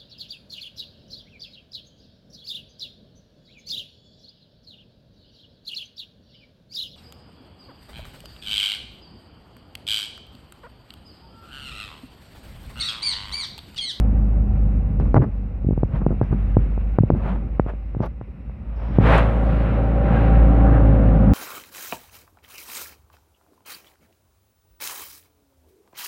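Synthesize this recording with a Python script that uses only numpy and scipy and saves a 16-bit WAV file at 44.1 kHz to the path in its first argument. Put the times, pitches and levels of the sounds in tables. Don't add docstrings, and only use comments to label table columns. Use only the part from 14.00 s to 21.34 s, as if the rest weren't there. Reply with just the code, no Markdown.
import sys
import numpy as np
from scipy import signal
from scipy.fft import rfft, irfft, next_fast_len
from scipy.io import wavfile
from scipy.ndimage import uniform_filter1d, minimum_filter1d

SR = 44100
rng = np.random.default_rng(int(sys.argv[2]) if len(sys.argv) > 2 else 0)


def pcm_store(signal):
    levels = np.round(np.clip(np.atleast_2d(signal), -1, 1) * 32767)
    wavfile.write(sys.argv[1], SR, levels.astype(np.int16).T)


def magnitude_from_level(level_db):
    exponent = np.asarray(level_db, float) / 20
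    return 10 ** exponent


N = 323546

# time in seconds, firing rate in Hz, drone lines above their usual share in dB.
FIRING = [(0, 52.3, 3.5), (.35, 51.91, 0), (.75, 50.82, 1.5), (1.15, 49.07, 1), (2.1, 48.6, 0),
          (2.9, 50.47, -7.5), (3.6, 51.63, -8.5), (4.3, 53.2, -7.5), (4.9, 54.25, -10), (5.1, 55.36, 1.5),
          (5.5, 55.2, 2), (5.9, 55.75, -0.5), (6.1, 56.5, 0), (6.3, 55.68, -1), (6.75, 55.84, 0.5),
          (6.95, 53.98, -1), (7.15, 52.75, -1), (7.34, 54.5, 2)]
# time in seconds, level in dB, load from 0 to 1.
LOAD = [(0, -24.5, 0.4), (.28, -24.5, 0.19), (1.1, -27.5, 0.16), (1.3, -33.5, 0.32), (1.73, -32.5, 0.26),
        (2.1, -31, 0.22), (2.61, -28.5, 0.19), (3.02, -32, 0.3), (3.35, -31.5, 0.37), (3.7, -36.5, 0.3),
        (4.2, -40, 0.22), (4.9, -34.5, 0.03), (5.01, -19.5, 0.52), (5.4, -26, 0.91), (5.9, -23.5, 0.79),
        (6.15, -21.5, 0.81), (6.72, -18.5, 0.76), (7.34, -19, 0.59)]
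# multiple of the firing rate, level at full load in dB, loss at light load in dB.
DRONE_ORDERS = [(1.5, -20, 6), (6, -23.5, 5.5), (2.5, -16.5, 10), (2, -2.5, 1.5), (3, -9.5, 5.5),
                (3.5, -13, 7.5), (4, -13.5, -4), (5, -8, 11.5), (5.5, -19, 6)]
WHINE_ORDERS = [(4.5, -20.5, 6), (9, -16, 18), (10, -17.5, 14), (11, -19.5, 13), (14, -19, 19),
                (7, -24, 14), (8, -27, 14)]
# centre in seconds, depth in dB, half length in
# seconds.
HOLLOWS = [(0.43, 3, 0.12), (0.916, 8, 0.063), (1.263, 11, 0.066), (1.535, 9, 0.071), (1.912, 23, 0.053),
           (2.23, 12, 0.089), (2.969, 2.5, 0.052), (3.1, 1, 0.088), (3.467, 4.5, 0.056), (4.207, 11, 0.13),
           (4.4, 14, 0.11), (4.594, 21, 0.099), (4.756, 7, 0.069), (4.973, 11, .06), (5.69, 5, 0.089),
           (6.09, 3.5, 0.3), (6.76, 3, 0.15), (7.135, 3, 0.46), (7.34, 12, 0.02)]
# frequency in Hz, width in Hz, level at full load in dB, loss at light load in dB.
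PANELS = [(499, 35, -8, 4), (540.3, 41, -8, 3), (610.5, 29, -11, 6.5), (772, 52, -9, 1.5),
          (1116, 59, -24, 10.5), (1605, 54, -27, 14), (1920, 90, -33, 2.5), (959, 11, -23, 4),
          (1333, 25, -23.5, 4), (1430, 61, -23, 13.5)]
# time in seconds, level in
# dB.
WINDOW = [(0, -56), (1.1, -56.5), (1.49, -59.5), (1.9, -57), (2.29, -54), (2.61, -51), (2.9, -54),
          (3.6, -56.5), (4.2, -61), (4.72, -60), (4.95, -65), (5.06, -32), (5.31, -45), (5.66, -39),
          (6.0, -44.5), (6.13, -35.5), (6.5, -41.5), (7.34, -45.5)]

# frequency in Hz, density in dB per Hz.
RUMBLE_COLOUR = [(25, -15.5), (60, -17), (95, -10), (130, -1), (200, -3.5), (280, -13), (350, -19.5),
                 (500, -26)]
LUMPS_COLOUR = [(18, -20.5), (42, -17), (66, 2), (85, -7.5), (120, -23)]
ROAR_COLOUR = [(200, -24.5), (330, -3.5), (440, -6), (520, -0.5), (610, -3.5), (690, -8.5), (780, -6),
               (910, -13), (1350, -17), (1700, -25), (2400, -37.5)]
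ROAD_COLOUR = [(600, -15), (1000, 0), (1400, 2), (1700, -2), (2600, -7.5), (2850, -9.5), (3050, -15),
               (4000, -23), (5000, -40.5)]
TICKOVER_COLOUR = [(700, -13.5), (1100, -2.5), (1500, -7), (1720, -8.5), (1980, -5.5), (2650, -6.5),
                   (2850, -11), (3050, -20), (3600, -26.5), (3750, -21), (4100, -27.5), (4300, -38.5)]
AIR_COLOUR = [(2600, -10), (3400, 0), (3900, 2.5), (4400, -1.5), (5700, -1.5), (6300, -16), (7800, -9),
              (11000, -11), (15500, -17.5)]
BUFFET_COLOUR = [(40, -23.5), (90, 5.5), (200, -3), (350, -13), (600, -23.5)]
WASH_COLOUR = [(250, -16), (420, -4), (560, 1), (800, -3), (1300, -9.5), (1900, -22), (3000, -48.5)]
RUSH_COLOUR = [(1000, -2.5), (1500, 1), (2650, -6), (3900, -17.5), (5000, -33.5), (7000, -58.5)]
HISS_COLOUR = [(3000, -24), (4300, 1.5), (5500, -1.5), (7000, -6), (11000, -8.5), (12500, -18.5),
               (15500, -19)]
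PIPE_COLOUR = [(140, -28), (170, -6), (200, 0.5), (230, -5), (270, -30)]

# time in seconds, peak in dB, width in ms, rebound in Hz, damping from 0 to 1.
PUSHES = [(1, -11, 0.24, 74.2, 0.3), (1.1444, 2, 0.22, 93.5, 0.5), (1.1613, -11, 0.27, 130, 0.6),
          (1.1649, -6, 0.35, 125, 0.5), (1.1662, -7, 0.23, 125, .6), (1.1676, -5, 0.2, 125, 0.5),
          (1.174, -5.5, 0.26, 110, 0), (1.181, -8, 0.38, 142, 0.05), (1.6478, -8.5, 0.64, 59.9, 0.05),
          (1.689, 1, 0.7, 89.7, 1), (1.7096, -6, 0.47, 75, 0), (1.7283, -2.5, 0.99, 59, 1),
          (1.7334, -19.5, 0.27, 136, 0.3), (1.7778, -9, 0.38, 123, 0.17), (2.018, -14.5, 0.37, 166.5, 0.13),
          (2.0655, -1, 0.31, 137, 0.21), (2.107, -8.5, 0.49, 144, 0.22), (2.127, -11, 0.4, 95, 1),
          (2.143, -19.5, 0.44, 100, 0.49), (2.3278, -4, 0.67, 60, 0.3), (2.348, -10, 0.94, 110, .3),
          (2.778, -14, 0.27, 59.2, 0.3), (3.1502, -10.5, 0.38, 59.6, 0.37), (3.5974, 4, .21, 119, 0.34),
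          (3.6642, -15, 0.28, 90, 0.15), (2.3305, -16.5, .4, 140, 0.6), (5.0065, -1, 1.8, 60, .4),
          (5.0112, -9, .7, 70, .5)]
PULLS = [(1.156, -5, 0.57, 89, 0.7), (1.1687, -9.5, .3, 120, 0.7), (1.1699, -6.5, 0.35, 120, 0.5),
         (2.329, -16, .5, 130, 0.8), (2.332, -15, 0.64, 130, .5), (1.669, -4, 1.2, 59.7, 0.23),
         (1.8332, -2.5, .33, 101, 0.17), (2.2147, -2, 0.28, 98, 0.17), (2.5693, 3, .33, 94, 0.12),
         (2.987, 2, 0.25, 100, 0.22), (3.007, 9.5, 1.7, 132, 0.57), (3.036, -2, 0.5, 110, 0.2),
         (3.1032, 2.5, .28, 79.6, 0.7), (3.4704, -17, 1.1, 78, 0.35), (3.7365, -20.5, 0.27, 118, 0.6),
         (3.9492, -17, .23, 101.2, 0.1), (3.968, -13, 0.63, 114, 0.22), (4.005, -7.5, 0.31, 95, 0.3),
         (4.2133, -19, 0.22, 108, 0.09), (4.497, -27, 0.2, 134, 0.07), (4.9865, 3.5, 0.36, 114, 0.16)]
# crest in seconds, wash in dB, seconds to rise 20 dB, seconds to fall 20 dB,
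# brightness in dB.
GUSTS = [(1.003, -38, 0.0032, 0.062, -8.5), (1.07, -37.5, 0.066, 0.014, -30.5),
         (1.167, -15.5, 0.018, 0.013, -29.5), (1.221, -32.5, 0.017, 0.05, -20),
         (1.247, -34, 0.091, 0.012, -26.5), (1.962, -31, 0.071, 0.044, -13.5),
         (2.016, -29.5, 0.012, 0.024, -35), (2.11, -32.5, 0.039, 0.05, -27.5),
         (2.224, -34, 0.0047, 0.033, -22), (2.329, -25.5, 0.015, 0.012, -21), (2.245, -49, .008, 0.13, -4),
         (2.41, -47, 0.12, 0.15, -7), (3.148, -39, 0.015, 0.048, -27.5), (3.289, -27.5, .14, 0.12, -13),
         (3.695, -28.5, 0.038, 0.033, -16.5), (4.036, -27, 0.018, 0.023, -17),
         (4.072, -35, 0.11, 0.0039, -13), (4.795, -53.5, 0.0116, 0.34, -7.5),
         (4.86, -43.5, 0.37, 0.092, -12), (5.011, -29.5, 0.0097, 0.71, -15),
         (5.074, -22.5, 0.055, 0.37, -10), (5.139, -22, 0.12, 0.1, -4), (5.189, -22, 0.24, 0.036, -6),
         (5.29, -40.5, 0.072, 0.013, -23)]
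# start in seconds, level in dB, seconds to lose 20 dB.
BUFFETS = [(1.001, -16.5, 0.2), (1.158, -8.5, 0.12), (1.198, -17.5, 0.15), (1.94, -20, 0.07),
           (2.01, -22, -0.2), (2.085, -17.5, -0.17), (2.119, -7, 0), (2.227, -18, .04), (2.315, -17, 0),
           (2.39, -30.5, 3), (2.581, -21, 0.2), (3.11, -13, 0.05), (3.139, -16.5, 0.07), (3.189, -27, -0.5),
           (3.26, -23.5, 0.5), (3.41, -24, 0.2), (3.667, -20.5, -0.1), (4.01, -16, 0.08),
           (4.055, -25, -0.06), (4.289, -31, 0), (4.83, -29, 8), (4.926, -23, 0), (4.995, -15, 0.1),
           (5.07, -20, 0), (5.181, -21.5, -0.5), (6.04, -25, 1), (7.219, -15.5, -2)]
# start in seconds,
# end in seconds, level in dB, low edge in Hz, high edge in Hz. None lasts beyond 0.36 s
BRUSHES = [(1.03, 1.095, -79, 4300, 5800), (1.153, 1.188, -22, 290, 1200),
           (1.154, 1.183, -34.5, 1000, 2000), (1.153, 1.18, -62.5, 3100, 5400),
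           (1.21, 1.252, -31, 370, 1130), (1.212, 1.25, -44.5, 1010, 2000), (1.215, 1.25, -75, 4600, 5400),
           (4.008, 4.052, -39, 260, 1130), (4.048, 4.082, -40, 320, 920), (4.012, 4.076, -63, 3000, 5900),
           (4.76, 4.5, -73, 4600, 5700), (5.43, 5.66, -57.5, 950, 4300), (6.06, 6.26, -37, 670, 870),
           (6.62, 6.82, -36, 560, 1640), (5.3, 6.44, -78, 7000, 11500), (2.22, 2.58, -87, 7000, 11500),
           (2.24, 2.3, -80, 4800, 6000), (2.237, 2.243, -64, 2500, 5500), (2.222, 2.238, -42.5, 400, 1740),
           (1.215, 1.25, -31, 250, 480), (5.1, 5.9, -74.5, 6200, 11000), (2.322, 2.342, -37, 210, 770),
           (5.2, 5.235, -40, 600, 2200), (5.27, 5.33, -46, 780, 2200), (2.5683, 2.5703, -48, 1800, 4000),
           (3.1022, 3.1042, -57, 2200, 5500), (3.5965, 3.5985, -53, 3000, 5300),
           (2.0645, 2.0665, -50, 2000, 3600), (3.668, 3.69, -46, 400, 1500), (1.163, 1.17, -22, 500, 1300)]
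# crest in seconds, level in dB, seconds to rise 20 dB, seconds to fall 20 dB.
SWELLS = [(2.12, -26.5, .03, .06), (2.335, -25.5, .02, .06), (3.16, -25, 0.044, .08), (3.29, -27, .12, .12),
          (6.121, -26, .15, 0.16), (6.6, -28.5, 0.25, 0.16), (6.85, -26.5, 0.18, 0.14),
          (7.1, -26, 0.23, 0.18), (7.28, -19, 0.13, 0.17)]
# centre in seconds, spread in seconds, start in Hz, end in Hz, level in dB, fourth partial in dB.
SQUEAK = (6.172, .015, 1630, 1590, -31.5, -40)
# time in seconds, level in dB, low edge in Hz, high edge in Hz, fall in seconds.
TICKS = [
    (.999, -48, 1500, 5600, .004),
    (1.1433, -30, 3600, 5700, .0012),
    (4.062, -56, 2500, 6000, .003),
    (1.989, -52, 2500, 5300, .002),
    (4.058, -53, 9000, 14000, .004),
    (3.6635, -44, 600, 2800, .0015),
    (4.986, -36, 1500, 5000, .0012),
    (5.18, -35, 3400, 10000, .003),
    (5.185, -56, 6000, 15000, .012),
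]
# time in seconds, level in dB.
MIC_HISS = [(0, -80), (1.15, -80), (1.3, -92), (2.15, -92), (2.4, -83), (3.0, -83), (3.4, -94), (7.34, -94)]


def rms_one(x):
    return x / np.sqrt(np.mean(x ** 2) + 1e-20)


def in_time(rows):
    time_s, *columns = np.transpose(rows)
    return [np.interp(np.arange(N) / SR, time_s, column) for column in columns]


def drift(rate_hz):
    r = np.exp(-80 * np.pi * rate_hz / SR)
    slow = signal.lfilter([1], [1, -2 * r, r * r], rng.standard_normal(N // 40 + 2002))[2000:]
    return np.interp(np.arange(N) / 40, np.arange(len(slow)), rms_one(slow))


def coloured(spectrum):
    hz, level_db = np.transpose(spectrum)
    size = next_fast_len(N)
    grid_hz = np.fft.rfftfreq(size, 1 / SR) + 1
    shape = magnitude_from_level(np.interp(np.log(grid_hz), np.log(hz), level_db, -90, -90))
    return rms_one(irfft(rfft(rng.standard_normal(size)) * shape, size)[:N])


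def crest(peak_s, rise_s, fall_s):
    t = np.arange(0, N, 20) / SR - peak_s
    slope = np.minimum(t / max(rise_s, .002), -t / max(fall_s, .002))
    return magnitude_from_level(np.maximum(20 * slope, -100))


def lines(orders, turn, ease, wander_db, slip_rad, spread_rad=0):
    out = 0
    for order, level_db, lost_db in orders:
        height = np.sqrt(2) * magnitude_from_level(level_db - lost_db * ease + wander_db * drift(3.3))
        lag = spread_rad * order ** 2
        out = out + height * np.cos(order * turn - lag + slip_rad * drift(4.5))
    return out


def engine():
    firing_hz, clear_db = in_time(FIRING)
    turn = 2 * np.pi * np.cumsum(firing_hz) / SR - 2.5
    engine_db, load = in_time(LOAD)
    window_db, = in_time(WINDOW)
    roar_db = engine_db - 21 + 17.5 * load
    ease = np.clip((-28 - roar_db) / 12, 0, 1)
    throb = np.cos(turn + 0.43)

    hollow_db = 0
    for s, depth_db, half_s in HOLLOWS:
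        hollow_db = hollow_db + in_time([(s - half_s, 0), (s, depth_db), (s + half_s, 0)])[0]
    boom_db = engine_db + 10 - 4.5 * load - hollow_db
    boom = magnitude_from_level(boom_db) * lines([(1, 0.012, 0.0061)], turn, ease, wander_db=1.0, slip_rad=0.071)

    rumble = magnitude_from_level(-3 - 2 * ease + 1.2 * drift(11)) * coloured(RUMBLE_COLOUR)
    lumps = magnitude_from_level(-15.5 + 15.7 * ease + 0.29 * drift(5.2)) * coloured(LUMPS_COLOUR)
    orders = lines(DRONE_ORDERS, turn + 1.57, ease, wander_db=1.7 - .5 * ease,
                   slip_rad=.42 - .2 * ease, spread_rad=.43)
    drone = magnitude_from_level(engine_db) * (magnitude_from_level(clear_db) * orders + rumble + lumps)

    roar = magnitude_from_level(-2 + 0.5 * drift(25) + 0.77 * throb) * coloured(ROAR_COLOUR)
    roar = magnitude_from_level(roar_db) * (roar + panels(turn, ease))

    calm = np.clip((-49.5 - window_db) / 6, 0, .9)
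    clatter_gain = magnitude_from_level(window_db + drift(15) + 0.36 * throb)
    road = np.sqrt(1 - calm) * coloured(ROAD_COLOUR)
    tickover = np.sqrt(calm) * magnitude_from_level(-1.64) * coloured(TICKOVER_COLOUR)
    clatter = clatter_gain * (road + tickover)

    air_db = -78.5 + 0.6 * (window_db + 55.5)
    air = magnitude_from_level(air_db + 0.59 * drift(4)) * coloured(AIR_COLOUR)
    return boom + drone + roar + clatter + air


def panels(turn, ease):
    fired = np.flatnonzero(np.diff(turn // (2 * np.pi)))
    knocks, out = np.full(N, 1e-18), 0
    chance = rng.standard_normal(N // 400)[:len(fired)]
    knocks[fired] = magnitude_from_level(2.0 * (np.arange(len(fired)) % 2) + 2.2 * chance)
    knocks = knocks + .024 * rng.standard_normal(N)
    for hz, width_hz, level_db, lost_db in PANELS:
        r = np.exp(-np.pi * width_hz / SR)
        poles = [1, -2 * r * np.cos(2 * np.pi * hz / SR), r * r]
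        rung = signal.lfilter([1, 0, -1], poles, knocks)
        rung = signal.lfilter([1, 0, -1], poles, rung)
        out = out + magnitude_from_level(level_db - lost_db * ease + 0.47 * drift(3.7)) * rms_one(rung)
    return out


def whine():
    firing_hz, _ = in_time(FIRING)
    engine_db, load = in_time(LOAD)
    turn = 2 * np.pi * np.cumsum(firing_hz) / SR
    ease = np.clip(1.6 - 2.2 * load, 0, 1)
    return magnitude_from_level(engine_db) * lines(WHINE_ORDERS, turn, ease, wander_db=2.2, slip_rad=.6)


def pops():
    lead = 900
    out, t = np.zeros(N), np.arange(-lead, 4000) / SR
    die_out = np.clip((t[-1] - t) * 25, 0, 1)
    for side, rows in ((0.94, PUSHES), (-0.95, PULLS)):
        for s, peak_db, width_ms, rebound_hz, damping in rows:
            bump = side * magnitude_from_level(peak_db) / np.cosh(t * 1000 / width_ms)
            w = 2 * np.pi * rebound_hz
            vent = signal.bilinear([1, 0, 0], [1, 2 * np.clip(damping, .05, 1) * w, w * w], SR)
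            at = round(s * SR) - lead
            out[at:at + len(t)] += signal.lfilter(*vent, bump) * die_out
    return signal.sosfiltfilt(signal.butter(3, 75, "high", fs=SR, output="sos"), out)


def gusts():
    buffet = wash = rush = hiss = 0
    for s, wash_db, rise_s, fall_s, bright_db in GUSTS:
        gust = crest(s, rise_s, fall_s)
        wash = wash + gust * magnitude_from_level(wash_db)
        rush = rush + gust * magnitude_from_level(wash_db + bright_db)
        hiss = hiss + gust * magnitude_from_level(wash_db - 26 + 0.6 * bright_db)
    for s, level_db, fall_s in BUFFETS:
        limit = crest(s + .12, np.inf, 0.02)
        buffet = buffet + magnitude_from_level(level_db) * crest(s, 0.02, fall_s) * limit
    gains = np.repeat([buffet, wash, rush, hiss], 20, axis=1)[:, :N]
    buffet, wash, rush, hiss = uniform_filter1d(gains, size=300)
    eddies = magnitude_from_level(drift(95))
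    low = magnitude_from_level(-3 + 2.5 * drift(28)) * buffet * coloured(BUFFET_COLOUR)
    middle = magnitude_from_level(-3.5) * wash * coloured(WASH_COLOUR) + magnitude_from_level(-3) * rush * coloured(RUSH_COLOUR)
    high = magnitude_from_level(-8.5) * hiss * coloured(HISS_COLOUR)
    return low + eddies * (middle + high)


def brushes():
    out, t = np.zeros(N), np.arange(16000) / SR
    for start_s, end_s, level_db, low_hz, high_hz in BRUSHES:
        edge_s = 0.19 * (end_s - start_s)
        gate = np.clip(np.minimum(t, end_s - start_s - t) / edge_s, 0, 1)
        band = signal.butter(4, [low_hz, high_hz], "band", fs=SR, output="sos")
        grains = rms_one(signal.sosfilt(band, rng.standard_normal(len(t))))
        out[round(start_s * SR):][:len(t)] += magnitude_from_level(level_db) * gate * grains
    return out


def exhaust():
    swell = sum(magnitude_from_level(level_db) * crest(s, rise_s, fall_s) for s, level_db, rise_s, fall_s in SWELLS)
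    return np.repeat(swell, 20)[:N] * coloured(PIPE_COLOUR)


def trim():
    t = np.arange(N) / SR
    centre_s, spread_s, start_hz, end_hz, level_db, fourth_db = SQUEAK
    place = (t - centre_s) / spread_s
    turn = 2 * np.pi * np.cumsum(np.interp(place, [-2, 2], [start_hz, end_hz])) / SR
    tone = np.sin(turn) + magnitude_from_level(fourth_db) * np.sin(4 * turn)
    out = magnitude_from_level(level_db) * np.exp(-.5 * place ** 2) * tone
    for s, tick_db, low_hz, high_hz, fall_s in TICKS:
        burst = rng.standard_normal(2000) * np.exp(-t[:2000] / fall_s)
        band = signal.butter(3, [low_hz, high_hz], "band", fs=SR, output="sos")
        out[round(s * SR):][:2000] += magnitude_from_level(tick_db) * signal.sosfilt(band, burst)
    return out


def scene():
    thumps = pops()
    reach = -minimum_filter1d(-np.abs(thumps), size=500)
    dip = magnitude_from_level(-9 * uniform_filter1d(reach, size=150))
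    cab = engine() + whine() + gusts() + brushes() + exhaust() + trim()
    hiss = magnitude_from_level(in_time(MIC_HISS)[0]) * rng.standard_normal(N)
    return (cab * dip + thumps + hiss)[None]


def low_pass(x):
    return signal.sosfilt(signal.butter(12, 15600, fs=SR, output="sos"), x)


def record(dry):
    room_left = np.minimum(1, .99 / (np.abs(dry) + 1e-9))
    gain = uniform_filter1d(minimum_filter1d(room_left, size=81), size=41)
    return low_pass(dry * gain)


dry = scene()
out = record(dry)
pcm_store(out)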